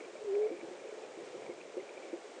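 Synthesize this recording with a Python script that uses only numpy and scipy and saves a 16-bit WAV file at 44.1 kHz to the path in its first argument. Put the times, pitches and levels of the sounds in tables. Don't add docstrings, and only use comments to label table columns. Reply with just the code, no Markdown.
import sys
import numpy as np
from scipy import signal
from scipy.fft import rfft, irfft
from scipy.io import wavfile
from scipy.ndimage import uniform_filter1d

SR = 44100
rng = np.random.default_rng(int(sys.argv[2]) if len(sys.argv) > 2 else 0)


def to_wav(s):
    ch = np.atleast_2d(s).T
    pcm = np.round(np.clip(ch, -1, 1) * 32767)
    wavfile.write(sys.argv[1], SR, pcm.astype(np.int16))


def ratio(d):
    e = np.asarray(d, float) / 20
    return 10 ** e


N = 105840

# frequency in Hz, level in dB per Hz.
WASH_SPECTRUM = [(12, -63), (20, -43.5), (54, -48), (173, -24.5), (422, 0.5), (460, -3), (527, -1.5),
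                 (809, -11.5), (1200, -24.5), (1560, -69.5), (2640, -120)]
# time in seconds, wash level in dB, gust level in dB.
NIGHT_AIR = [(0, 1.5, -2), (.2, -0.5, 4.5), (.45, 4, -8), (.63, 2, 14), (.8, 1, 7), (1.05, 2, -4),
             (1.22, 1.5, 14), (1.33, -1.5, 9.5), (1.43, 5, 13.5), (1.55, 1, 7.5), (1.7, -2, 10),
             (1.9, -1, -1), (2.15, 2, -10), (2.4, -1.5, -9)]
# frequency in Hz, level in dB per Hz.
HISS_SPECTRUM = [(500, -11.5), (1000, 0), (2000, -2), (3000, -5.5), (4500, -10), (7200, -11), (8800, -17),
                 (9900, -27.5)]
# time in seconds, level in dB.
LID_ACTIVITY = [(0.0, -55), (0.28, -84), (0.44, -62.5), (0.65, -67), (1.2, -67.5), (1.59, -68.5),
                (1.85, -65), (1.92, -64), (2.4, -68)]
# start in seconds, peak in dB, pitch in Hz, length in seconds.
LID_TICKS = [(0.047, -51.5, 2370, 0.0065), (0.01, -50.5, 2330, 0.0049), (0.09, -57.5, 2390, 0.004),
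             (0.13, -61, 2310, 0.0035), (0.166, -51.5, 2310, 0.0031), (0.318, -57, 2360, 0.0059),
             (0.3505, -41.5, 2336, 0.0023), (0.418, -48.5, 2110, 0.0028), (0.43, -49.5, 2250, 0.0049),
             (0.472, -49.5, 2160, 0.0043), (0.495, -52, 2270, 0.0048), (0.45, -48.5, 2360, 0.0034),
             (0.53, -62, 2300, 0.004), (0.5704, -52.5, 2420, 0.005), (0.609, -47.5, 2290, 0.007),
             (0.802, -51.5, 2390, 0.0027), (0.838, -49.5, 2310, 0.0022), (0.874, -49, 2440, 0.0021),
             (0.909, -49.5, 2210, 0.004), (1.036, -54, 2430, 0.004), (1.05, -52.5, 2430, 0.0032),
             (1.125, -55, 2310, 0.004), (1.4317, -50, 2263, 0.0065), (1.432, -56, 2490, 0.003),
             (1.462, -48.5, 2250, 0.0048), (1.505, -49, 2220, 0.0032), (1.519, -50.5, 2170, 0.0043),
             (1.605, -53, 2415, 0.004), (1.611, -43.5, 2440, 0.0017), (1.612, -48, 2600, 0.0013),
             (1.801, -50, 2090, 0.0027), (1.8915, -46.5, 2290, 0.0025), (1.976, -47, 2370, 0.0044),
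             (2.033, -50, 2316, 0.0056), (2.084, -54, 2210, 0.0029), (2.1044, -50.5, 2250, 0.0041),
             (2.136, -54, 2280, 0.0037)]
# frequency in Hz, level in dB, t60 in seconds, delay in seconds.
HOUSING_MODES = [
    (355, 2.5, 0.12, 0),
    (535, 3, .07, .005),
    (440, 0, 0.05, 0),
    (290, -12, 0.04, 0),
    (666, -13, 0.04, 0),
]
# start in seconds, peak in dB, upper mode share in dB, low
# mode in Hz.
DRIPS = [
    (0.512, -29, 0, 340),
    (0.627, -33, -4, 335),
    (1.343, -35, -1, 350),
    (1.492, -33.5, 0, 352),
    (1.769, -28, -1, 372),
    (1.794, -35.5, -9, 405),
    (2.13, -28, -2, 342),
         (0.061, -40.5, 0, 380), (0.081, -45.5, -11, 429), (0.152, -40, -1.5, 607), (0.678, -43, -11, 373),
          (0.71, -38.5, -14, 359), (0.735, -43.5, -17, 362), (0.839, -49, -3, 554), (0.881, -43.5, -1, 421),
          (0.925, -36, -14, 425), (0.973, -39.5, -4, 437.5), (1.032, -39.5, -9, 424),
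          (1.09, -42.5, -8, 516), (1.151, -42.5, -12, 430), (1.173, -37.5, -13, 336.5),
          (1.209, -41, -6, 381), (1.232, -41.5, -11, 430), (1.272, -40, -9, 381), (1.329, -40.5, -8, 490),
          (1.626, -47, -16, 484), (1.646, -43, -13, 480), (1.7, -48, -1, 488), (1.74, -38.5, -18, 439),
          (1.827, -48.5, 5, 560), (1.9, -48, -8, 442), (1.971, -38.5, -6, 530), (2.003, -49, -1, 526),
          (2.044, -41, -9, 538), (2.365, -43, 2, 402), (2.378, -38, -4.5, 517)]
# time in seconds, pitch in Hz, level in dB.
HOOT = [
    (.243, 436, -41),
    (.27, 415, -40),
    (.281, 405, -35.5),
    (.318, 383, -34),
    (.348, 411, -30.5),
    (.383, 408, -31),
    (.398, 423, -30.5),
    (.466, 430, -32),
    (.481, 452, -41),
]
# start in seconds, length in seconds, pitch in Hz, level in dB.
VOICE_CATCHES = [
    (.205, .034, 430, -43),
    (.481, .014, 458, -38),
    (.496, .018, 460, -41),
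]


def noise():
    return rng.standard_normal(N)


def along(table, column):
    rows = np.transpose(table)
    return np.interp(np.arange(N) / SR, rows[0], rows[column])


def evened(x):
    return x / np.sqrt(np.mean(x ** 2) + 1e-20)


def coloured(x, points):
    f, db = np.transpose(points)
    log_hz = np.log(np.fft.rfftfreq(len(x), 1 / SR) + 1)
    beyond = np.maximum(log_hz - np.log(f[-1]), 0) + np.maximum(np.log(f[0]) - log_hz, 0)
    gain_db = np.interp(log_hz, np.log(f + 1), db) - 12 * beyond
    return irfft(rfft(x) * ratio(gain_db), len(x))


def high_pass(x, order, hz):
    return signal.sosfilt(signal.butter(order, hz, "high", fs=SR, output="sos"), x)


def drift(width_s):
    size = max(round(width_s * SR), 2)
    return evened(uniform_filter1d(uniform_filter1d(noise(), size), size))


def resonate(x, hz, width):
    turn = np.exp(2j * np.pi * np.cumsum(hz * np.ones(len(x))) / SR)
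    r = np.exp(-np.pi * width / SR)
    return 2 * (turn * signal.lfilter([1 - r], [1, -r], x / turn)).real


def resonate_twice(x, hz, width):
    return resonate(resonate(x, hz, width), hz, width)


def ring(hz, t60, rise):
    t = np.arange(8000) / SR
    return (1 - np.exp(-t / rise)) ** 2 * ratio(-60 * t / t60) * np.sin(2 * np.pi * hz * t)


def add(mix, s, sound):
    part = mix[round(s * SR):][:len(sound)]
    part += sound[:len(part)]


def wash():
    z = signal.stft(coloured(noise(), WASH_SPECTRUM), nperseg=1024, noverlap=768)[2]
    chance = rng.standard_normal(z.T.shape).T
    patch_db = 2 * evened(uniform_filter1d(uniform_filter1d(chance, 4, 0), 10, 1))
    x = signal.istft(z * ratio(patch_db), nperseg=1024, noverlap=768)[1][:N]
    return ratio(-51.5 + along(NIGHT_AIR, 1)) * evened(x)


def gusts():
    low = high_pass(resonate_twice(noise(), hz=193.6, width=300), 3, 125)
    lumps_db = 3.5 * drift(0.01)
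    return ratio(-79 + along(NIGHT_AIR, 2) + lumps_db) * evened(low)


def hiss():
    turns = np.arange(N) * 120 / SR + 1.3
    even = np.diff(np.floor(turns / 2), prepend=0)
    odd = np.diff(np.floor(turns / 2 + .5 + 0.054), prepend=0)
    spikes = even + ratio(-2.5) * odd
    puffs = signal.lfilter([1], [1, -.93], spikes) * noise()
    buzz = high_pass(coloured(puffs, HISS_SPECTRUM), 4, 6900)
    steady = evened(coloured(noise(), HISS_SPECTRUM))
    return ratio(-58 + 0.54 * drift(0.11)) * steady + ratio(-74) * evened(buzz)


def patter():
    drips_per_s, lid_hz, lid_width_hz = 260, 2310, 310
    spread_db = -4.5 * np.minimum(rng.exponential(1, (2, N)), 3)
    size = rng.standard_normal((2, N)) * ratio(spread_db)
    hits = size * (rng.random((2, N)) < drips_per_s / SR)
    response = sum(ratio(db) * ring(hz, t60, 0.0047) for hz, db, t60, _ in HOUSING_MODES)
    housing = evened(signal.oaconvolve(hits[0], response)[:N])
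    lid = resonate(hits[1], lid_hz + 70 * drift(0.018), lid_width_hz)
    lid = evened(resonate(lid, lid_hz, lid_width_hz))
    return ratio(-61) * housing + ratio(-2.5 + along(LID_ACTIVITY, 1)) * lid


def ticks():
    out, t = np.zeros(N), np.arange(-1200, 1200) / SR
    u = t - 0.0033
    slowness = np.where(u < 0, 2.64, 1)
    chance = rng.standard_normal((len(LID_TICKS), 2, len(t)))
    for (s, db, hz, length), (grit, puff) in zip(LID_TICKS, chance):
        shape = np.exp(-(u / slowness / max(length, .001)) ** 2)
        grain = evened(resonate_twice(grit, hz, 350))
        wide = evened(resonate_twice(puff, 0.58 * hz, 1200))
        scrape = np.sin(2 * np.pi * hz * t) + .6 * grain + ratio(-8) * wide
        add(out, s + t[0], ratio(db - 6.5) * shape * scrape)
    return out


def knocks():
    drips = DRIPS
    out, shake = np.zeros(N), np.zeros(N)
    rattle_db, rattle_t60_s = -19, .18
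    decay_db = -60 * np.arange(8000) / SR / rattle_t60_s
    chance = rng.standard_normal((len(drips), len(HOUSING_MODES)))
    for (s, db, upper_db, low_hz), c in zip(drips, chance):
        add(shake, s + 0.0052, ratio(db + rattle_db + decay_db))
        for k, (hz, mode_db, t60, late) in enumerate(HOUSING_MODES):
            mode_hz = hz * (1 + 0.016 * c[k]) if k else low_hz
            mode = ring(mode_hz, t60, .0012 + late / 3)
            level_db = db - 4 + mode_db + upper_db * (k > 0)
            add(out, s - 0.00096 + late, ratio(level_db) * mode)
    rattle = sum(ratio(db) * resonate_twice(noise(), hz, 110) for hz, db, *_ in HOUSING_MODES)
    return out + uniform_filter1d(shake, size=300) * evened(rattle)


def hoot():
    t, hz = np.arange(N) / SR, along(HOOT, 1)
    level_db = along(HOOT, 2) + .4 * drift(0.01)
    gate = np.clip(np.minimum(t - HOOT[0][0], HOOT[-1][0] - t) / .005, 0, 1)
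    phase = 2 * np.pi * np.cumsum(hz + 2 * drift(0.004)) / SR
    tone = np.sqrt(2) * (np.sin(phase) + ratio(-36) * np.sin(2 * phase))
    upper = evened(resonate_twice(noise(), 3 * hz / 2, 24))
    upper = upper * ratio(-18.5) * np.exp(-((t - .36) / .04) ** 2)
    breath = evened(resonate(resonate(noise(), 1.3 * hz, 220), 1.44 * hz, 220))
    voice = gate * ratio(level_db) * (tone + upper + ratio(-21) * breath)
    for s, length, catch_hz, db in VOICE_CATCHES:
        swell = np.sin(np.pi * np.clip((t - s) / length, 0, 1))
        voice = voice + ratio(db) * np.sqrt(2) * swell * np.sin(2 * np.pi * catch_hz * t)
    return voice


def scene():
    near = high_pass(patter() + ticks() + knocks() + hoot(), 3, 237)
    return (wash() + gusts() + hiss() + near)[None]


def low_pass(x):
    return signal.sosfilt(signal.butter(12, 9890, fs=SR, output="sos"), x)


def record(dry):
    band_limit = signal.firwin(1023, 9915, window=("kaiser", 9), fs=SR)
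    cut = signal.oaconvolve(dry, band_limit[None], "same")
    return low_pass(cut + ratio(-77) * rng.standard_normal(dry.shape))


dry = scene()
out = record(dry)
to_wav(out)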